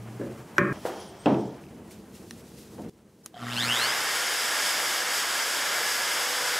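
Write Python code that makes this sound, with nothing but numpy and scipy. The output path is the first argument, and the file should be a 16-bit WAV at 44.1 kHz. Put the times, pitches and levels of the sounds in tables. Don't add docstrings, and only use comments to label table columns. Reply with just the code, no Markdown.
import sys
import numpy as np
from scipy import signal
from scipy.fft import rfft, irfft, next_fast_len
from scipy.io import wavfile
from scipy.ndimage import uniform_filter1d, map_coordinates

SR = 44100
rng = np.random.default_rng(int(sys.argv[2]) if len(sys.argv) > 2 else 0)


def int16_out(signal):
    q = np.round(np.clip(np.atleast_2d(signal).T, -1, 1) * 32767)
    wavfile.write(sys.argv[1], SR, q.astype(np.int16))


def how_loud(loudness_db):
    steps = np.asarray(loudness_db, float) / 20
    return 10 ** steps


N = 290619


def unit(x):
    return x / np.sqrt(np.mean(x ** 2) + 1e-20)


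def along(points, hz):
    f, v = np.transpose(points)
    return np.interp(np.log(hz + 1), np.log(f + 1), v)


def curves(rows):
    s, *cols = np.transpose(rows)
    return [np.interp(np.arange(N) / SR, s, c) for c in cols]


def during(start, stop):
    t = np.arange(N) / SR
    return (t >= start) & (t < stop)


def wobble(rate):
    coarse = np.arange(0, N + 16, 16)
    knots = rng.standard_normal(int(N * rate / SR) + 4)
    return np.interp(np.arange(N), coarse, map_coordinates(knots, [coarse * rate / SR]))


def filtered(x, response):
    m = next_fast_len(x.shape[-1] + 8192)
    return irfft(rfft(x, m) * response(np.fft.rfftfreq(m, 1 / SR)), m)[..., :x.shape[-1]]


def high_pass(x, corner_hz):
    return filtered(x, lambda f: (1j * f / (corner_hz + 1j * f)) ** 2)


def hiss(spectrum):
    return unit(filtered(rng.standard_normal(N), lambda hz: how_loud(along(spectrum, hz))))


def tone(hz):
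    return np.sqrt(2) * np.sin(2 * np.pi * (np.cumsum(hz) / SR + rng.random()))


def modes(body):
    return lambda f: sum((-1) ** k * how_loud(db) * 1j * f * w / (c * c - f * f + 1j * f * w)
                         for k, (c, w, db) in enumerate(body))


def echo(t60):
    hz, t, z = signal.stft(rng.standard_normal(SR), SR, nperseg=256)
    decay = how_loud(-60 * t / t60 * (1 + hz[:, None] / 4000))
    tail = signal.istft(z * decay, SR, nperseg=256)[1][:SR]
    tail = tail * (1 - np.exp(-np.arange(SR) / SR / 0.00071))
    return tail / np.linalg.norm(tail)


CUTS = [.7278, 2.8975]


def swells(rows, rise):
    t, edges, power = np.arange(0, N, 64) / SR, np.array([0, *CUTS, 9]), 0
    for s, fade, db in rows:
        lag = (t - s) / abs(fade)
        same_shot = np.searchsorted(edges, t, "right") == np.searchsorted(edges, s, "right")
        power = power + how_loud(2 * db - 20 * np.where(lag > 0, lag, -lag / rise)) * same_shot
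    return np.sqrt(np.repeat(power, 64)[:N])


ON_S, RAMP_S, RAMP_PER_S2 = 3.333, 3.455, 1000
CREEP, TOP_TURNS, KNEE = 80, 495.2, 9


def rotor():
    ramp = CREEP * np.logaddexp(0, RAMP_PER_S2 * (np.arange(N) / SR - RAMP_S) / CREEP)
    ramp = np.maximum(ramp - ramp[round(ON_S * SR)], 0)
    return ramp / (1 + (ramp / TOP_TURNS) ** KNEE) ** (1 / KNEE)


# time in seconds, level in dB.
CURRENT = [(3.33, -37), (3.36, -23), (3.395, -16), (3.43, -2), (3.57, -3.5), (3.7, -1.5), (3.77, -13),
           (3.86, -13), (3.95, -24), (4.3, -37)]


def motor_current():
    return curves(CURRENT)[0]


# start in seconds, stop in seconds, level in dB.
DRONE = [
    (0, .345, -43),
    (.385, 0.44, -45),
    (.6, 1, -33.5),
]


def far_drone():
    fits = uniform_filter1d(sum(how_loud(db) * during(start, stop) for start, stop, db in DRONE), size=1300)
    hz = 114.5 + 30 * np.arange(N) / SR
    return during(0, CUTS[0]) * fits * tone(hz)


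# frequency in Hz, density in dB per Hz.
RUMBLE = [(15, -65.5), (25, -56.5), (54, -13), (173, -6), (207, -1.5), (288, -10.5), (320, -4), (345, -9),
          (465, -11), (900, -40), (1170, -62.5), (1980, -120)]
SHUFFLE = [(300, -29), (600, 11.5), (1200, 4), (2500, -3.5), (3300, -8.5), (5000, -69)]
RUSTLE = [(1500, -1), (3000, 3.5), (5500, 4), (8000, 3), (11000, 1), (16000, -5)]
# rumble in dB, shuffle in dB, rustle in dB.
SHOTS = [
    (-47.5, -52.5, -59.5),
    (-49.5, -59.5, -62.5),
    (-56, -69.5, -69),
]
# time in seconds, fade in seconds, rumble in dB, shuffle in dB.
MOVES = [(.27, 0.15, -45, -56), (.72, 0.066, -34, -62), (0.758, 0.24, -46, -47), (1.25, 0.57, -62, -51),
         (1.76, 0.14, -43.5, -59), (2.16, 0.23, -46.5, -75), (2.861, 0.12, -36.5, -56.5)]
# time in seconds, fade in seconds, level in dB.
BRUSHES = [(.25, 0.36, -59.5), (.74, .2, -57.5), (.862, 0.063, -44.5), (1.29, .15, -77),
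           (1.915, 0.037, -50.5), (1.99, .03, -59), (2.155, 0.1, -54), (2.3, 0.14, -55.5),
           (2.38, 0.06, -57), (2.48, 0.12, -57), (2.59, 0.099, -52), (2.73, 0.13, -59), (2.82, .025, -55),
           (2.89, .04, -59.5)]
MOVE_RISE, BRUSH_RISE = 0.82, 0.36
DUCK_DB, SHAKE_DB = -18, -48.5


def workshop():
    rumble = hiss(RUMBLE) * how_loud(1.2 * wobble(14))
    shuffle = hiss(SHUFFLE) * how_loud(1.9 * wobble(25))
    rustle = hiss(RUSTLE) * how_loud(1.0 * wobble(60))
    shot = np.searchsorted(CUTS, np.arange(N) / SR, "right")
    rest = how_loud(np.array(SHOTS)[shot].T + DUCK_DB * (rotor() / TOP_TURNS) ** 2)
    shake = during(ON_S, 9) * how_loud(SHAKE_DB + motor_current())
    floor_moves = swells([(s, fade, db) for s, fade, db, _ in MOVES], MOVE_RISE)
    shuffle_moves = swells([(s, fade, db) for s, fade, _, db in MOVES], MOVE_RISE)
    out = rumble * (np.hypot(rest[0], floor_moves) + shake)
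    out += shuffle * np.hypot(rest[1], shuffle_moves)
    return out + rustle * np.hypot(rest[2], swells(BRUSHES, BRUSH_RISE))


# frequency in Hz, width in Hz, level in dB.
BOARD = [(220, 37, -2.5), (355, 66, -2), (555, 40, -3), (1686, 300, -17.5)]
SQUARE = [(131, 20, -6), (196, 7, 6), (315, 30, -2.5), (383, 28, -1.5), (576, 19, -4), (1083, 30, -4),
          (1270, 110, -10), (1480, 120, -13), (1635, 13, 0), (1815, 17, 1.5), (2050, 41, -12),
          (2280, 120, -14), (2470, 70, -11), (3150, 350, -29)]
FENCE = [(349, 84, -1), (500, 160, -2), (790, 210, -3), (1570, 670, -12), (3080, 1200, -14.5)]
BENCH = [(132, 20, 1), (205.7, 10, 6.5), (293, 56, -1), (347, 23, 0.5), (410, 63, -2), (657, 124, -6),
         (713, 45, -2.5), (870, 150, -8), (1000, 120, -8.5), (1420, 560, -19), (3200, 960, -18)]
# time in seconds, blow in dB, echo in dB, echo t60 in seconds, contact cut-off in Hz.
KNOCKS = [
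    (0.1963, -29.5, 4, 0.27, 450),
    (0.2139, -28, 0, 0.51, 1100),
    (.582, -16, 4, 1, 2640),
    (0.8551, -27, 9, 0.87, 1990),
    (1.2585, -12.5, 6.5, 0.67, 1420),
    (2.7816, -34, 16, 0.2, 1026),
]


def knocks():
    out, t = np.zeros(N + SR), np.arange(SR) / SR
    bodies = [BOARD, BOARD, SQUARE, FENCE, BENCH, BENCH]
    for (s, blow_db, echo_db, t60, soft_hz), body in zip(KNOCKS, bodies):
        push = how_loud(echo_db) * echo(t60)
        push[0] += 1
        ring = filtered(push, lambda f: modes(body)(f) / (1 + 1j * f / soft_hz) ** 2 * (1j * f / (90 + 1j * f)) ** 2)
        stop = min(c for c in [*CUTS, 9] if c > s)
        loudness = np.sqrt(np.mean(ring[:SR // 10] ** 2))
        out[round(s * SR):][:SR] += how_loud(blow_db - 7.5) * ring / loudness * (t < stop - s)
    return out[:N]


# time in seconds, peak in dB, first ring in Hz, second ring in Hz, second
# ring in dB.
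TICKS = [(.5821, -3.5, 1500, 5700, -15.5), (.5842, -8, 1780, 5300, -26), (.5882, -14, 1750, 1150, -18),
         (.598, -15.5, 200, 400, -30), (.615, -14.5, 205, 400, -30), (.5815, -35, 7300, 12000, 0),
         (.8525, -34, 2000, 4880, -9), (1.2592, -20, 2650, 3500, -14), (1.2612, -25, 3150, 5300, -14),
         (1.3, -24, 720, 950, -26), (1.328, -15.5, 228, 400, -30), (1.2597, -38, 7600, 5400, -1),
         (1.3444, -33, 2620, 3600, -8), (1.508, -50, 3850, 3300, -3), (1.546, -52, 3900, 4500, -3),
         (1.598, -50, 2400, 3400, -2.5), (1.6386, -42, 2500, 1900, -5), (1.666, -46, 2600, 5000, -5),
         (1.6881, -48, 2200, 4000, -3), (1.9101, -42, 2320, 10500, 0), (2.153, -44, 2800, 8600, 2),
         (2.7825, -41, 950, 1500, -10), (2.309, -32, 1800, 4050, 2), (2.3087, -32, 5700, 9500, 2),
         (2.3092, -40, 1300, 2800, 4), (3.256, -62, 3200, 9000, 3), (3.2606, -39, 3150, 6700, 13),
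         (3.2605, -41, 1150, 10300, 16), (3.2606, -38, 3950, 9200, 6), (3.2607, -42, 5600, 8000, 7),
         (3.2607, -39, 13100, 14700, 2), (3.2652, -46, 3150, 850, 2)]
JOLTS = [(3.3415, -40, 720, 1300, -8), (3.3437, -46, 3200, 3600, -3), (3.3522, -47, 3300, 3600, -3),
         (3.3603, -47, 3150, 3600, -3), (3.3685, -47, 3200, 3500, -3), (3.3768, -46, 3200, 3500, -3),
         (3.3665, -35.5, 710, 1400, -10), (3.3815, -47, 1900, 1300, -4), (3.391, -41, 1350, 1600, -4),
         (3.4245, -40, 1350, 2100, -3), (3.449, -43, 1950, 1300, -3), (3.4745, -37, 1300, 1900, -2),
         (3.482, -31, 1900, 1300, -2), (3.4905, -35, 1350, 1900, -5), (5.81, -33.5, 470, 600, -6)]
THUDS = [
    (.8527, -10.5, 500, 1600, -24),
    (.2, -27, 330, 700, -20),
]
TICK_CYCLES, JOLT_CYCLES, THUD_CYCLES = 7.2, 51, 4


def ticks(rows, cycles, bass_hz):
    out, t = np.zeros(N + SR), np.arange(SR // 8) / SR
    for s, db, first_hz, second_hz, second_db in rows:
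        first = np.sin(2 * np.pi * first_hz * t) * how_loud(-60 * t / (0.0069 + cycles / first_hz))
        second = np.sin(2 * np.pi * second_hz * t) * how_loud(second_db - 60 * t / .006)
        noise = uniform_filter1d(rng.standard_normal(len(t)), size=2)
        crack = noise * (0.24 * how_loud(second_db - 60 * t / 0.011) + how_loud(second_db - 25.5 - 60 * t / 0.11))
        hit = (first + second + crack) * (1 - np.exp(-t / 0.00013))
        out[round(s * SR):][:len(t)] += how_loud(db) * (hit + 0.14 * np.roll(hit, 170))
    return high_pass(out[:N], bass_hz)


# time in seconds, fade in seconds, level in dB.
GLIDE = [
    (.74, 0.18, -58.5),
    (1.02, 0.08, -49.5),
    (1.3, 0.1, -56.5),
    (1.42, 0.14, -57),
]
# frequency in Hz, width in Hz, level in dB.
RODS = [(3160, 240, 3), (5470, 1400, -1.5)]
# start in seconds, fastest moment in seconds, stop in seconds, top pitch in Hz,
# slope in Hz per second, level in dB.
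SQUEAK = [(.728, .74, .772, 9900, 16000, -65), (.775, .805, .84, 10000, 22000, -67),
          (.948, 1.014, 1.066, 10480, 19000, -61.5), (1.066, 1.05, 1.105, 9900, 36000, -63),
          (1.19, 1.228, 1.262, 8560, 11000, -64), (1.28, 1.3, 1.37, 8450, 3000, -73),
          (1.375, 1.415, 1.49, 8400, 22000, -69)]
GLIDE_RISE = 2
ARC_ROUND_S, ARC_DB_PER_KHZ = .012, 1


def squeak():
    rub = unit(filtered(rng.standard_normal(N), modes(RODS)))
    out = during(CUTS[0], CUTS[1]) * swells(GLIDE, GLIDE_RISE) * rub
    for start, fastest, stop, top_hz, slope, db in SQUEAK:
        lag = np.hypot(np.arange(N) / SR - fastest, ARC_ROUND_S) - ARC_ROUND_S
        sag = np.minimum(slope * lag, top_hz / 2)
        gate = uniform_filter1d(1. * during(start, stop), size=300)
        level = how_loud(db - ARC_DB_PER_KHZ * sag / 1e3 + 4.1 * wobble(59.6))
        out += gate * level * tone(top_hz - sag + 40 * wobble(200))
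    return out


# multiple of twice mains, level in dB.
HUM = [(1, 5), (2, 5), (3, -17), (6, -13)]


def mains_hum(cycle):
    hum = sum(how_loud(db) * np.sqrt(2) * np.sin(2 * np.pi * k * (cycle + 0.338)) for k, db in HUM)
    return how_loud(-43.5 + 1.03 * motor_current()) * hum


# frequency in Hz, width in Hz, level in dB.
CASING = [(702, 60, 12), (1150, 70, 10), (1360, 120, 8.5), (1890, 130, 1), (2190, 120, -12), (3130, 91, 1),
          (3650, 300, -2), (5030, 800, -20)]


def brush_buzz(burst):
    buzz = burst ** 1.9 * how_loud(1.1 * wobble(60)) * rng.standard_normal(N)
    return filtered(how_loud(-40 + 0.54 * motor_current()) * buzz, modes(CASING))


# shaft order, level in dB, family (0 slot tone, 1 overtone).
SLOTS = [(6, -15, 0), (8, -11, 0), (12, 0.5, 0), (24, 0, 1), (36, -3.5, 1), (48, -7, 1)]
# frequency in Hz, level in dB.
RADIATES = [(600, -22), (1200, -5), (1750, -1.5), (2100, -4), (2500, -5), (2750, 5), (3100, 6), (3500, 3),
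            (3900, -3), (4350, 1), (4700, -1), (5150, -1), (5600, -12), (6800, -1), (7700, -9), (8500, -7),
            (12000, -14)]
# frequency in Hz, level in dB.
OVERTONE_NEEDS = [(2250, -16), (2750, 0), (3200, -1), (3600, 1), (4200, 2), (4700, 0), (5200, -4),
                  (6000, -3), (6800, 2), (9000, 2), (12000, 1)]
WHINE_DB = [-33.5, -33]
WHINE_GROWS = [1.8, .8]
WHINE_FULL_DB, WHINE_TORQUE = -11.5, 1.4
OVERTONE_LOSS_DB = 18
THROB, THROB_EVENS = 2.1, 1.3
TOP_HZ = 15720


def slot_whine(turns, torque, fired):
    speed = turns / TOP_TURNS
    speed_db = 20 * np.log10(speed + 1e-4)
    family_db = []
    for row, (db, grows) in enumerate(zip(WHINE_DB, WHINE_GROWS)):
        growth = grows * np.minimum(speed_db - WHINE_FULL_DB, 0)
        pull = WHINE_TORQUE * 20 * np.log10(torque)
        family_db.append(db + growth + pull - row * OVERTONE_LOSS_DB * speed ** 2)
    depth = THROB - THROB_EVENS * speed
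    swell = np.exp(depth * np.cos(2 * np.pi * ((fired + .16) % 1) ** .6 - np.pi))
    swell = swell / np.sqrt(1 + depth ** 2 + depth ** 4 / 4 + depth ** 6 / 36)
    whine = 0
    for k, db, row in SLOTS:
        hz = k * turns
        radiated_db = along(RADIATES, hz) + row * along(OVERTONE_NEEDS, hz)
        level = how_loud(family_db[row] + db + radiated_db + (1 + .6 * row) * wobble(35))
        whine = whine + level * tone(hz * (1 + (.005 + .004 * row) * wobble(200))) * (hz < TOP_HZ)
    return swell * whine


# frequency in Hz, density in dB per Hz.
HOUSING = [(24, -85), (40, -35), (108, -19.5), (227, -20), (362, -12.5), (450, -12.5), (530, -10.5),
           (802, -8.5), (1220, -7), (1500, -4.5), (1680, -5), (1900, -6.5), (2200, -7), (2480, -15.5),
           (3000, -10), (3900, -16), (6600, -120)]
FAN = [(1470, -21), (2500, -5), (2900, -6), (3350, -0.5), (3650, -4.5), (4200, -8.5), (4620, 0),
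       (5250, 2.5), (5550, -3.5), (5900, -2.5), (6200, -7.5), (6650, -1.5), (7250, -6), (7710, -3.5),
       (9100, -8.5), (9600, -9), (10300, -6.5), (11200, -9.5), (12350, -9.5), (12700, -13.5), (14900, -18),
       (16000, -28)]
SPARKS = [(5500, -30), (8000, 3.5), (11000, -3), (14500, -4.5), (16000, -13)]
# frequency in Hz, width in Hz, level in dB.
RIDGES = [(607.4, 23, -2.5), (1355, 12, -3), (1405, 8.6, 2), (1592, 34, -5), (1647, 26, 0.5),
          (1695, 39, -1.5), (1840, 35, -0.5), (2077, 29, -3.5), (2280, 57, -1.5), (5190, 120, -9)]
HOUSING_DB, HOUSING_GROWS, STRAIN_DB, GROWL_DB = -31, 0.68, 4.5, -59
FAN_DB, FAN_GROWS, SPARK_DB = -31.5, 0.81, -43
RIDGE_DB, RIDGE_SWING_DB = -41.5, 2.5


def fan_roar(speed, torque, beat):
    speed_db = 20 * np.log10(speed + 1e-4)
    running = how_loud(HOUSING_DB + HOUSING_GROWS * speed_db + STRAIN_DB * torque)
    growl = how_loud(GROWL_DB + motor_current())
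    housing_db = 20 * np.log10(np.hypot(running, growl))
    fan_db = FAN_DB + FAN_GROWS * speed_db
    roar = how_loud(housing_db + 0.4 * wobble(11)) * beat * hiss(HOUSING)
    roar += how_loud(fan_db + 1 + 0.82 * wobble(12)) * np.sqrt(beat) * hiss(FAN)
    for k in range(2):
        panels = unit(filtered(rng.standard_normal(N), lambda f: modes(RIDGES[k::2])(f) ** 2))
        roar += speed ** 2 * how_loud(RIDGE_DB + RIDGE_SWING_DB * wobble(5)) * panels
    return roar + how_loud(SPARK_DB) * torque * np.minimum(3 * speed, 1) ** 2 * beat * hiss(SPARKS)


# shaft order, level in dB.
SHAFT = [(1, -52), (2, -54), (3, -52), (5, -59), (8, -55), (9, -52.5), (12, -54), (13, -60), (15, -56.5),
         (16, -51.5), (21, -63), (24, -53.5)]
# time in seconds, level in dB.
RUNOUT = [(4, -1), (5.3, 0), (5.7, 0), (5.85, 4), (6, 0), (6.2, 0), (6.28, 4), (6.36, 2), (6.45, 9),
          (6.59, 4)]


def shaft_orders(turns):
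    runout_db, = curves(RUNOUT)
    spin = 0
    for k, db in SHAFT:
        level = how_loud(db + 2.5 * wobble(4) + runout_db * (1 if k < 4 else .3))
        spin = spin + level * tone(k * turns * (1 + .0006 * wobble(40)))
    return spin * (turns / TOP_TURNS) ** 8


# time in seconds, delay in half waves.
FIRING = [(3.33, .52), (3.46, .38), (3.51, .23), (3.6, .16), (3.7, .07), (3.85, 0)]
MAINS_HZ = 60.05


def motor():
    torque = np.gradient(rotor()) * SR / RAMP_PER_S2 + 1e-4
    turns = rotor() * (1 + 0.0009 * wobble(6))
    speed = turns / TOP_TURNS
    cycle = 2 * MAINS_HZ * np.arange(N) / SR - .05
    fired = cycle - curves(FIRING)[0]
    burst = unit(np.exp(-(fired % 1) / .3))
    beat = 1 + .7 * np.clip(1 - speed, 0, 1) * (burst - 1)
    casing = slot_whine(turns, torque, fired) + brush_buzz(burst)
    roar = fan_roar(speed, torque, beat)
    room = signal.fftconvolve(how_loud(-6) * casing + how_loud(-24) * roar, echo(.35))[:N]
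    near = high_pass(casing + roar + room, 110)
    return during(ON_S, 9) * (mains_hum(cycle) + near + shaft_orders(turns))


def scene():
    mid = workshop() + far_drone() + knocks() + squeak() + motor()
    mid += ticks(TICKS, TICK_CYCLES, 100) + ticks(JOLTS, JOLT_CYCLES, 100) + ticks(THUDS, THUD_CYCLES, 230)
    mid[round(CUTS[0] * SR)] += how_loud(-27)
    return np.array([mid, mid])


# frequency in Hz, side minus mid in dB.
SIDE_DB = [(60, -21.5), (110, -45.5), (200, -32), (380, -23), (700, -16), (1290, -20.5), (2380, -16),
           (4400, -14.5), (8120, -12.5), (15000, -4.5)]


def side_noise(hz, z):
    chance = rng.standard_normal((z.shape[1], 61))
    frame_db = 10 * np.log10(np.sum(np.abs(z) ** 2, axis=0) + 1e-12)
    busy = np.clip(.95 + .05 * (frame_db + 30), -.2, 1.3)
    block = np.clip(busy + .6, .2, 1)[:, None] * chance[:, :1] + .7 * chance[:, 1:]
    apart = block[:, 1 + (hz / hz[-1] * 58).astype(int)].T > busy + (hz[:, None] / 14500) ** 6
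    level = np.sqrt(np.abs(uniform_filter1d(np.abs(z) ** 2, size=8, axis=0)))
    level = level * how_loud(along(SIDE_DB, hz) + 6)[:, None]
    phase = np.exp(2j * np.pi * rng.random(z.shape))
    return signal.istft(apart * level * phase, SR, nperseg=2048)[1][:N]


HOLE_FROM_HZ, HOLE_RARE, HOLE_DB = 7500, 1.75, -20
BASSY_DB = 24


def treble_holes(hz, z):
    starved = rng.standard_normal((len(hz) // 8 + 1, z.shape[1]))
    starved = unit(uniform_filter1d(starved, size=4, axis=1))[np.arange(len(hz)) // 8]
    bass = np.sum(np.abs(z[hz < 2000]) ** 2, axis=0)
    treble = np.sum(np.abs(z[hz > HOLE_FROM_HZ]) ** 2, axis=0)
    bassy_db = 10 * np.log10(bass / treble) - BASSY_DB
    lost = starved > HOLE_RARE - np.clip(bassy_db / 14, 0, 1)
    lost = lost * (hz[:, None] > HOLE_FROM_HZ) * (1 - how_loud(HOLE_DB))
    return signal.istft(z * lost, SR, nperseg=2048)[1][:N]


def roll_off(x):
    return signal.sosfilt(signal.butter(12, 16200, fs=SR, output="sos"), x)


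def record(dry):
    hz, _, z = signal.stft(dry[0], SR, nperseg=2048)
    side = side_noise(hz, z)
    mix = dry - treble_holes(hz, z) + [side, -side]
    mix = filtered(mix, lambda f: f < TOP_HZ)
    return roll_off(mix)


dry = scene()
out = record(dry)
int16_out(out)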